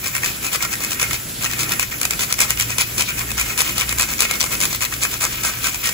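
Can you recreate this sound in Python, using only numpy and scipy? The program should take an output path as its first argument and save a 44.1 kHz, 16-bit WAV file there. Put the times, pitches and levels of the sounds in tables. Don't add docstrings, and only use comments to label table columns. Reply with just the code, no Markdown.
import sys
import numpy as np
from scipy import signal
from scipy.fft import rfft, irfft, dct
from scipy.io import wavfile
from scipy.ndimage import uniform_filter1d

SR = 44100
rng = np.random.default_rng(int(sys.argv[2]) if len(sys.argv) > 2 else 0)


def volts_from_decibels(level):
    exponent = np.asarray(level, float) / 20
    return 10 ** exponent


def transcribe(u):
    v = np.clip(np.atleast_2d(u).T, -1, 1)
    q = np.round(v * 32767).astype(np.int16)
    wavfile.write(sys.argv[1], SR, q)


N = 261712


def rms_one(x):
    return x / np.sqrt(np.mean(x ** 2) + 1e-20)


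def in_time(rows):
    s, *columns = np.transpose(rows)
    return [np.interp(np.arange(N) / SR, s, c) for c in columns]


def at_hz(rows, column, hz):
    rows = np.array(rows)
    return np.interp(np.log(hz + 1), np.log(rows[:, 0]), rows[:, column])


def drift(rate):
    r = np.exp(-2 * np.pi * rate / SR)
    noise = rng.standard_normal(N + SR)
    return rms_one(signal.lfilter([1], [1, -2 * r, r * r], noise)[SR:])


def colour(x, rows, column):
    shape_db = at_hz(rows, column, np.linspace(0, SR / 2, 2049))
    cepstrum = irfft(np.log(volts_from_decibels(shape_db)))
    cepstrum[1:2048] *= 2
    cepstrum[2049:] = 0
    return signal.fftconvolve(x, irfft(np.exp(rfft(cepstrum))))[:N]


def bandpass(x, low_hz, high_hz):
    return signal.sosfilt(signal.butter(2, [low_hz, high_hz], "band", fs=SR, output="sos"), x)


def resonate(x, hz, t60):
    r = volts_from_decibels(-60 / (t60 * SR))
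    poles = [1, -2 * r * np.cos(2 * np.pi * hz / SR), r * r]
    return signal.lfilter(np.array([1, 0, -1]) * (1 - r * r) / 2, poles, x)


# start_s, firing_hz, load_db, second_order_db (relative to the first)
ENGINE_RUN = [(0, 61.9, -48, 2.5), (.95, 59.5, -46.5, 2), (1.1, 59.4, -37, 1), (1.25, 58.4, -50, 8),
              (1.5, 59.6, -44, 5), (2.35, 60.45, -44, -3), (2.6, 57.1, -36.5, 3), (2.9, 58.7, -46, 8.5),
              (3.43, 58.1, -33, -3), (3.55, 56.9, -44.5, -1), (3.75, 59.5, -39.5, 9),
              (3.96, 59.3, -33, -4.5), (4.15, 56.8, -43.5, -11), (4.8, 54.3, -43, -4),
              (5.0, 57.9, -43.5, 7), (5.93, 58.2, -44, -3)]


def engine():
    hz, load_db, second_db = in_time(ENGINE_RUN)
    turn = 2 * np.pi * np.cumsum(hz * (1 + 0.0074 * drift(4.4))) / SR
    first = volts_from_decibels(load_db + 0.5 + 0.42 * drift(2.7)) * np.sin(turn)
    second = volts_from_decibels(load_db + second_db - 1.1 + 3.4 * drift(5.7)) * np.sin(2 * turn)
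    return np.sqrt(2) * (first + second)


# pitch_hz, level_db (per Hz), left_right_likeness (-1 to 1)
KITCHEN_NOISE = [(25.3, 6, .95), (50, -17.5, 0.72), (142, -3, 0.88), (335, -6, 0.61), (504, -11, 0.031),
                 (1140, -15.5, -0.58), (1360, -11, -0.28), (2130, -14.5, 0.5), (3570, -9.5, 0.47),
                 (6400, -13.5, 0.19), (8460, -10.5, -0.063), (10910, -12, -0.29), (17300, -16, -0.082)]


def kitchen():
    hz = np.fft.rfftfreq(N, 1 / SR)
    alike = np.clip(at_hz(KITCHEN_NOISE, 2, hz), -1, 1)
    mid, side = rfft(rng.standard_normal((2, N))) * volts_from_decibels(at_hz(KITCHEN_NOISE, 1, hz))
    both = np.sqrt(1 + alike) * mid + np.sqrt(1 - alike) * side * [[1], [-1]]
    low = 1 / (1 + (hz / 90) ** 4)
    load_db = in_time(ENGINE_RUN)[1]
    follow_db = 0.22 * (load_db - load_db.mean())
    rumble = volts_from_decibels(-26.5 + follow_db) * rms_one(irfft(both * low, N))
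    hiss = rms_one(irfft(both * (1 - low), N))
    flutter = volts_from_decibels(3 * drift(12) - 4.5)
    hiss = hiss + (flutter - 1) * bandpass(hiss, 2300, 6500)
    return rumble + volts_from_decibels(-27 + 1.63 * drift(5.1)) * hiss


# start_s, contact_db (resting on the nut), looseness_db (of the hold)
HAND = [(0, -36, -12), (.3, -50, 10), (.75, -46, 7), (1.0, -40.5, 6), (1.22, -40, 1), (1.38, -60, -10),
        (1.62, -38, 9.5), (1.95, -38.5, -6), (2.36, -39, -7), (2.65, -40, 0), (2.9, -33.5, -16),
        (3.3, -60, 17), (3.6, -33.5, -3), (4.2, -43, 4), (4.6, -48, -2), (5.0, -43, 0), (5.4, -31.5, -1.5),
        (5.93, -34, -2)]


def hand_power():
    contact_db, loose_db = in_time(HAND)
    return volts_from_decibels([contact_db, contact_db + loose_db + 1.0, contact_db - 14.5]) ** 2


# start_s, length_s, rasp_db, ring_db (plate, relative)
PUSHES = [(0.04, 0.068, -30.5, 0), (0.232, 0.072, -27.5, 1), (0.439, 0.043, -27.5, -2),
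          (.621, 0.035, -26.5, -0.5), (0.821, 0.057, -29, -0.5), (1.003, 0.062, -29, 6),
          (1.422, 0.054, -29.5, 2), (1.595, 0.041, -26, -4), (1.801, 0.038, -26, -20),
          (2.022, .031, -32, 5.5), (2.208, 0.036, -22, -18), (2.412, 0.031, -19, -1),
          (2.594, 0.036, -26.5, 1), (2.795, 0.037, -23, 1), (2.988, 0.044, -21.5, -5),
          (3.179, 0.049, -30, 3), (3.382, .047, -24.5, -1.5), (3.588, 0.027, -20, -4),
          (3.769, 0.066, -26, -2), (3.987, 0.053, -24, -0.5), (4.202, 0.048, -21.5, -2),
          (4.413, 0.049, -26.5, -5), (4.615, 0.042, -22, -2.5), (4.819, 0.035, -24.5, -14),
          (5.019, 0.039, -22, -6), (5.216, 0.054, -23.5, -2.5), (5.444, 0.058, -23.5, -1),
          (5.64, 0.05, -23, -6), (5.842, 0.053, -24.5, -0.5)]
# start_s, length_s, rasp_db, ring_db (plate, relative)
PULLS = [(0.14, 0.04, -29.5, -2), (0.529, 0.031, -23, -20), (0.717, 0.026, -29, -19),
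         (0.906, 0.043, -29, -12), (1.122, 0.043, -29.5, -5), (1.499, 0.042, -32, 4.5),
         (1.698, 0.032, -28, 1), (1.922, 0.0057, -29.5, 5), (2.112, 0.026, -38, 9),
         (2.301, 0.017, -27.5, 0), (2.492, 0.031, -27, 2.5), (2.697, 0.036, -29, 2.5),
         (3.088, 0.025, -28.5, 4), (3.281, 0.026, -35.5, 5), (3.462, 0.067, -31.5, 2),
         (3.655, 0.068, -29.5, -0.5), (3.89, 0.032, -30.5, 6.5), (4.087, 0.05, -28, -4),
         (4.299, 0.059, -29.5, 3), (4.52, 0.025, -24.5, -2.5), (4.707, 0.055, -29.5, -14),
         (4.92, 0.028, -30.5, -12), (5.12, 0.036, -31.5, 3), (5.323, 0.03, -30, 1), (5.728, 0.027, -33, 1)]


def stroke_list():
    pushes = [(*row, 0.24) for row in PUSHES]
    pulls = [(*row, 0.65) for row in PULLS]
    return np.array(sorted(pushes + pulls))


def stroke_power(strokes, edge_s, lift_s):
    t = np.arange(N) / SR
    power = np.zeros((3, N))
    for s, length, db, ring_db, rise in strokes:
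        peak, end = s + max(rise * length, .002), s + max(length, .005)
        span = slice(max(round((s - edge_s) * SR), 0), round((end + 4 * lift_s) * SR))
        knots_s = [s - edge_s, s, peak, end, end + lift_s, end + 4 * lift_s]
        shape_db = np.interp(t[span], knots_s, [-4.5, -0.5, 3.0, -2.0, -11.5, -19])
        power[:, span] += volts_from_decibels(db + shape_db + [[0.5], [ring_db], [-6]]) ** 2
    return power


# start_s, peak_db, ring_db (plate, relative)
NUT_SNAGS = [(0.0419, -9, 12), (0.2322, -7, 15), (0.2595, -6, 7), (0.631, -17, 5), (0.9965, -10, -2),
             (1.0015, -13, 4), (1.0135, -5, 7), (1.0185, -11, 2), (1.4427, -2, 5), (1.6058, -16, -13),
             (1.795, -4, -3), (2.0135, -9.5, -8.5), (2.051, -1.5, 2), (2.1916, -12.5, -9), (2.389, -3, 9),
             (2.403, 0, 0.5), (2.4134, -1.5, -4), (2.419, -4, 3), (2.5974, -7.5, -8), (2.782, -4, 0),
             (2.9798, -12.5, -10), (3.0067, -3.5, 2), (3.1915, -11, -4), (3.3781, -5.5, 10.5),
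             (3.5757, -12.5, -9), (3.6109, -3.5, 3), (3.9832, -6, 1), (4.0089, -1.5, 3), (4.2041, 2, 0),
             (4.405, -8.5, -8), (4.6022, -7.5, -3), (5.0498, -2, 12.5), (5.2391, -3, 1),
             (0.1494, -0.5, 13.5), (0.53, -13, -8), (0.547, -10.5, 16), (0.557, -10, -6), (0.728, -7, 7),
              (0.736, -7, 7), (0.9066, -9.5, 3), (1.1084, -3.5, 10.5), (1.1303, -6.5, -1), (1.141, -6, 10),
              (1.424, -13, -3), (1.512, -10.5, 3), (1.533, -13.5, -6), (1.591, -16.5, -11),
              (1.692, -6.5, 5), (1.707, -18, -4), (1.8267, -5, 9), (1.915, -16, 12), (2.030, -10, -7),
              (2.107, -11, -10.5), (2.1332, -5, 10), (2.3244, -5.5, -6), (2.504, 0, 0.5), (2.518, -13, 1),
              (2.7038, -12.5, 2), (3.089, -16, -4), (3.891, -7.5, -3.5), (4.181, -16.5, -6),
              (4.192, -8.5, 10), (4.31, -5.5, 1), (4.806, -13, -2), (4.8494, -8, 1)]
# start_s, peak_db, ring_db (plate, relative)
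TOOTH_BITES = [(0.0576, -10, -3.5), (0.062, -4, 5), (0.07, -6.5, -1), (0.079, -17.5, -15), (0.159, -10, 3),
               (0.1639, -2.5, 1), (0.1699, -10, 2), (0.1786, -2, 12), (0.2428, 0, 3), (0.2466, -5, -2),
               (0.4384, -15, 12), (0.4432, -4.5, 7), (0.449, -13, 0), (0.4645, -7, -3), (0.5211, -12, -3),
               (0.6051, -8, 12), (0.6235, -4, 2), (0.6494, -8, 1), (0.753, -6, 5), (0.804, -11, 5),
               (0.823, -14.5, -6), (0.8368, -3, 9), (0.846, -5, 2), (0.9172, -1.5, 4), (0.93, -9, -2),
               (1.027, 0, 1), (1.0404, -24, 0), (1.1537, -15, 1), (1.4342, -2, 5), (1.449, -3, 1),
               (1.4587, -3.5, 17), (1.4657, -15, 1), (1.5224, -6, 7), (1.6202, -9, 0), (1.6307, -1, 3),
               (1.64, -10, -2), (1.7188, -1, 1), (1.7268, -6, 8), (1.735, -10.5, -5), (1.8061, -16, 3),
               (1.8186, -19, 2), (1.9386, -12, 14), (1.9997, -10, 5), (2.1221, -13, -3), (2.2063, -8, -11),
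               (2.2173, -10, -2), (2.2346, -8, -5), (2.3015, -7, 6), (2.3137, -12, -1), (2.3395, -1.5, 5),
               (2.3835, -8, 14), (2.427, -14, 1), (2.434, -7, 1), (2.4446, -12, 1), (2.498, -9, 2),
               (2.5721, -2, 12), (2.6084, -1.5, -4), (2.6184, -17, 2), (2.6227, -5, -1), (2.6883, -14, 8),
                (2.7916, -9, -8), (2.8035, -8, -6), (2.8097, -1.5, -8), (2.817, -3, 1), (2.9957, -13, -13),
                (3.0206, -1.5, -3), (3.105, -7, 3), (3.1824, -5, 5), (3.2081, -8, 2), (3.2132, -7.5, -3),
                (3.2893, -16, 16), (3.304, -5, 9), (3.3151, -7, -2), (3.3962, -2, 0), (3.411, 5, 10),
                (3.502, -13, -2), (3.5177, -19, 1), (3.5888, -1, 2), (3.6045, 5, 0), (3.6162, 3, 0),
                (3.625, -20, 0), (3.667, -11, 20), (3.693, -6.5, 6), (3.78, -5.5, -12.5), (3.7931, -10, -2),
                (3.798, -7.5, -5), (3.809, -3, -5), (3.816, -4.5, -1), (3.914, -13, 13), (3.925, 2, 13),
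                (3.9955, 5, 12.5), (4.0016, -7, -0.5), (4.0203, 1.5, 1), (4.0285, -5, -6), (4.036, -9, -8),
                (4.0878, -13, -4), (4.1034, -10, -1), (4.1178, -13, 1), (4.135, -10, -5), (4.2198, -1, -9),
                (4.2253, -12, -1), (4.234, -8, 14), (4.25, -3, 17), (4.338, -7.5, -5), (4.354, -9, -2),
                (4.399, -10, -5), (4.412, -1, -3), (4.4164, -5, 0), (4.4266, -9, -5), (4.4388, -3, -4),
               (4.462, -5, 10), (4.506, -14, 4), (4.525, -13, 4), (4.5364, -15, 6), (4.547, -11, 7),
              (4.551, -2, 6), (4.612, -3.5, -7), (4.6225, -5, -2), (4.6309, -14, 1), (4.635, 2, 3),
              (4.643, -5.5, -2), (4.6523, -3.5, -7), (4.656, -8, 4), (4.7283, -3.5, 5), (4.7389, -18, -2),
              (4.747, -14, -7), (4.7585, -10, 1), (4.814, -9, -3), (4.821, -9, -7), (4.8324, -6, 0),
              (4.8405, -12, -2), (4.8568, -4.5, 18.5), (4.923, -8, 18), (4.938, -9, -7), (4.9634, -11, 3),
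              (5.0162, -13, -4), (5.0274, -7.5, 1), (5.034, 0, 1), (5.14, -4.5, 10), (5.208, -6, 7),
              (5.215, -15, -3), (5.2199, -7, -3), (5.2288, -9, -12), (5.234, -9, -3), (5.244, -9, -2),
              (5.2496, -3, -7), (5.2573, -10, 21), (5.327, -12, 8), (5.3562, -9, 2), (5.434, -8.5, -8),
              (5.4478, -8.5, -7), (5.4694, -9, -3), (5.5364, -12, 6), (5.57, -6.5, 9.5),
              (5.642, -15.5, -20), (5.658, -11, -3), (5.6674, 4.5, 13), (5.744, -5, 3), (5.7563, -9.5, -5),
              (5.8303, -10, 19), (5.8402, -7.5, -8), (5.8567, -7, -3), (5.871, -2.5, 1), (5.889, -3, 5),
              (5.892, -8, -1)]


def tooth_power(bite_s, hold_s, release_s):
    bites = np.array(TOOTH_BITES) + [0, -5.5, 0]
    since = np.arange(round(.03 * SR)) / SR
    release = np.exp(-np.maximum(since - bite_s - hold_s, 0) / release_s)
    bite = np.minimum(since / bite_s, 1) * release
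    power = np.zeros((3, N))
    for s, db, ring_db in np.vstack([NUT_SNAGS, bites]):
        span = power[:, round(s * SR):round(s * SR) + len(bite)]
        rasp, ring, tooth = db - 8.0 - 0.37 * ring_db, db - 19.5 + 0.83 * ring_db, db - 12.5 - 0.9 * ring_db
        span += (volts_from_decibels([[rasp], [ring], [tooth]]) * bite[:span.shape[1]]) ** 2
    return power


def fractures(per_s, spread_db):
    sizes = volts_from_decibels(spread_db * np.minimum(rng.exponential(1, N), 5)) * rng.choice([-1, 1], N)
    return rms_one(sizes * (rng.random(N) < per_s / SR))


PATCH_EDGES = [1500, 3000, 4500, 6200, 8500, 11500]


def patches(depth_db, rate):
    spectrum = rfft(fractures(per_s=9000, spread_db=1.7))
    hz = np.fft.rfftfreq(N, 1 / SR)
    below = [0 * hz] + [1 / (1 + (hz / edge) ** 8) for edge in PATCH_EDGES] + [1 + 0 * hz]
    total = np.zeros(N)
    for lower, upper in zip(below, below[1:]):
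        total += irfft(spectrum * (upper - lower), N) * volts_from_decibels(depth_db * drift(rate))
    return rms_one(total)


# pitch_hz, left_lead_rad
LEFT_LEAD = [(200, -1.5), (700, 0.9), (1200, -1.04), (1750, 1.5), (2300, 3.5), (3000, 2.5), (4000, 1),
             (4600, -1.5), (5200, -1), (6300, -5)]


def chips_at_ports():
    common = patches(depth_db=2.5, rate=25)
    lead = np.exp(1j * at_hz(LEFT_LEAD, 1, np.fft.rfftfreq(N, 1 / SR)))
    judder = volts_from_decibels(1.2 * drift(110) + .6 * drift(40))
    ports = []
    for heard, share in [(irfft(rfft(common) * lead, N), .72), (common, .73)]:
        alone = fractures(per_s=11000, spread_db=1.0)
        ports.append(judder * (np.sqrt(share) * heard + np.sqrt(1 - share) * alone))
    return np.array(ports)


# pitch_hz, left_db (per Hz), right_db (per Hz)
RASP_COLOUR = [(227, -33.5, -45.5), (464, -5.5, -4), (868, -9, -17), (1010, -3, -7.5), (1650, -7, -8.5),
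               (2140, 9, 4), (3320, 1, -8), (4900, -1.5, -3), (5660, 5, -5), (7425, 2, 0), (8360, 8.5, 6.5),
               (11400, 3.5, 8), (12230, 16, 15), (14000, 1.5, 3)]


def rasp(chips, force):
    low, high = [signal.sosfilt(signal.butter(2, 11000, kind, fs=SR, output="sos"), chips)
                 for kind in ("low", "high")]
    scraped = low * force + high * volts_from_decibels(-6.5) * force ** .75
    return volts_from_decibels(5.5) * np.array([colour(x, RASP_COLOUR, 1 + side) for side, x in enumerate(scraped)])


# pitch_hz, t60_s, left_db, right_db
PLATE_MODES = [(1384, 0.05, -10, -3), (1475, 0.017, -16, -15), (1896, 0.027, 0, 0), (2154, 0.14, 4, -9),
               (2162, 0.019, 0, 3.5), (2286, 0.0091, -3, -7), (2370, 0.03, -25, -3.5),
               (2526, 0.053, 3.5, 3), (2621, 0.0093, 1.5, -7), (2825, 0.0092, -2.5, -3.5),
               (3730, 0.071, -32, -28)]


def plate_ring(chips, force, stroke):
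    grip = volts_from_decibels(2.2 * rng.standard_normal((len(PLATE_MODES), stroke.max() + 1)))
    out = np.zeros((2, N))
    for k, (hz, t60, *db) in enumerate(PLATE_MODES):
        r, w = volts_from_decibels(-60 / (max(t60, .005) * SR)), 2 * np.pi * hz / SR
        gain = volts_from_decibels(np.array(db) + 20.0)[:, None] * (1 - r) * np.sin(w) * (-1) ** k
        out += gain * signal.lfilter([0, 1], [1, -2 * r * np.cos(w), r * r], chips * force * grip[k, stroke])
    return out


# pitch_hz, t60_s, left_db, right_db
TOOTH_MODES = [(3590, 0.019, -5, 0.5), (4626, 0.0065, 0.5, -22), (6160, 0.017, -19, -2.5),
               (6800, 0.0057, -3.5, -1), (7550, 0.0047, -0.5, 0), (10930, 0.003, 3, -1)]


def tooth_twang(chips, force):
    out = np.zeros((2, N))
    for hz, t60, *db in TOOTH_MODES:
        struck = chips * force * volts_from_decibels(2.4 * drift(70))
        out += volts_from_decibels(np.array(db) + 6.0)[:, None] * resonate(struck, hz, max(t60, .003))
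    return out


def grater():
    strokes = stroke_list()
    power = hand_power() + stroke_power(strokes, edge_s=0.012, lift_s=0.016)
    power += tooth_power(bite_s=0.0011, hold_s=0.0015, release_s=0.0014)
    rasp_force, ring_force, tooth_force = np.sqrt(power)
    stroke = np.searchsorted(strokes[:, 0] - .02, np.arange(N) / SR)
    chips = chips_at_ports()
    out = rasp(chips, rasp_force) + plate_ring(chips, ring_force, stroke) + tooth_twang(chips, tooth_force)
    frame_gain = volts_from_decibels(4 + 0.064 * in_time(HAND)[1])
    return out + (frame_gain - 1) * bandpass(out, 700, 1950)


# start_s, level_db
RIM_FREE = [(0, 0), (.45, -2), (.7, 14), (.95, -16), (1.4, -13), (2.2, -7), (2.46, 7), (2.75, -8),
            (3.3, 11), (3.9, -6), (4.25, 12), (4.55, 12), (4.85, 9), (5.05, 1), (5.5, -11), (5.93, -13)]
# pitch_hz, t60_s
FRAME_MODES = [(1310, 0.091), (1540, 0.058)]


def free_parts(scrape):
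    free_db, t = in_time(RIM_FREE)[0], np.arange(N) / SR
    level = np.sqrt(uniform_filter1d(scrape ** 2, size=1500, axis=1) + 1e-9)
    evened = scrape * (0.04 / level) ** 0.93
    edge = resonate(evened * volts_from_decibels(free_db + [[1], [0]]), hz=2168, t60=0.13)
    slip_s, half_length_s = 5.5, 0.2
    freed = scrape * volts_from_decibels(3.5) * np.exp(-((t - slip_s) / half_length_s) ** 4)
    return edge + sum(resonate(freed, hz, t60) for hz, t60 in FRAME_MODES)


def saucepan(x, echo_db, t60):
    t = np.arange(round(.25 * SR)) / SR
    tails = rng.standard_normal((2, len(t))) * volts_from_decibels(-60 * t / t60) * (t > .001)
    tails /= np.sqrt(np.sum(tails ** 2, axis=1, keepdims=True))
    return volts_from_decibels(echo_db) * signal.fftconvolve(x, tails, axes=1)[:, :N]


def scene():
    scrape = grater()
    scrape = scrape + free_parts(scrape)
    return scrape + saucepan(scrape, echo_db=-10.5, t60=.16) + kitchen() + engine()


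JOINT_HZ = 6750


def drop_weak_bands(x, below_db, whim_db, attack_db):
    band_lines, frame, frame_start = 16, 1024, 167
    pair = np.array([x[0] + x[1], x[0] - x[1]]) / 2
    pair = np.pad(pair, ((0, 0), (frame - frame_start, 3 * frame)))
    at = frame * np.arange(N // frame + 2)[:, None] + np.arange(2 * frame)
    window = signal.windows.kaiser_bessel_derived(2 * frame, 4 * np.pi)
    frames = pair[:, at]
    treble = np.sum(np.diff(frames) ** 2, axis=0)[:, :-127]
    eighths = treble.reshape(len(at), -1, 128).sum(axis=2) + 1e-12
    steady = np.max(eighths[:, 4:12] / eighths[:, 2:10], axis=1) < volts_from_decibels(attack_db) ** 2
    a, b, c, d = np.split(frames * window, 4, axis=2)
    lines = dct(np.dstack([-c[..., ::-1] - d, a - b[..., ::-1]]), 4, norm="ortho")
    power = (lines ** 2).reshape(2, len(at), -1, band_lines).sum(axis=3) + 1e-12
    band = np.arange(power.shape[2])
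    apart = band < JOINT_HZ / SR * 2 * frame / band_lines
    whim = rng.standard_normal((2, len(at), 1)) + .6 * rng.standard_normal(power.shape)
    weak = power / power[::-1] < volts_from_decibels(-below_db - 2.6 * apart + whim_db * whim) ** 2
    weak &= steady[:, None] & (band >= 7)
    lines *= np.repeat(~weak, band_lines, axis=2)
    faint = lines ** 2 < 0.05 * np.repeat(power, band_lines, axis=2) / band_lines
    lines *= ~(faint & (np.arange(frame) > 60))
    p, q = np.split(dct(lines, 4, norm="ortho"), 2, axis=2)
    out = np.zeros_like(pair)
    for channel, kept in zip(out, np.dstack([q, -q[..., ::-1], -p[..., ::-1], -p]) * window):
        np.add.at(channel, at, kept)
    mid, side = out[:, frame - frame_start:][:, :N]
    return np.array([mid + side, mid - side])


def top_cut(x):
    return signal.sosfilt(signal.butter(12, 16460, fs=SR, output="sos"), x)


def record(dry):
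    spectrum, hz = rfft(1.154 * np.tanh(dry / 1.402)), np.fft.rfftfreq(N, 1 / SR)
    lag_samples, in_step_hz = 10.2, 11150
    late = np.exp(-2j * np.pi * (hz - in_step_hz) * lag_samples / SR)
    joined = np.clip((hz - JOINT_HZ) / 700, 0, .86)
    spectrum[0] = np.sqrt(1 - joined) * spectrum[0] + np.sqrt(joined) * late * spectrum[1]
    ends = (1 + (hz / 15680) ** 200) * (1 + (37 / (hz + 1)) ** 12)
    mix = np.clip(volts_from_decibels(1.0) * irfft(spectrum / ends, N), -1, 1)
    mix = drop_weak_bands(mix, below_db=4.5, whim_db=1.6, attack_db=10.5)
    return top_cut(mix)


dry = scene()
out = record(dry)
transcribe(out)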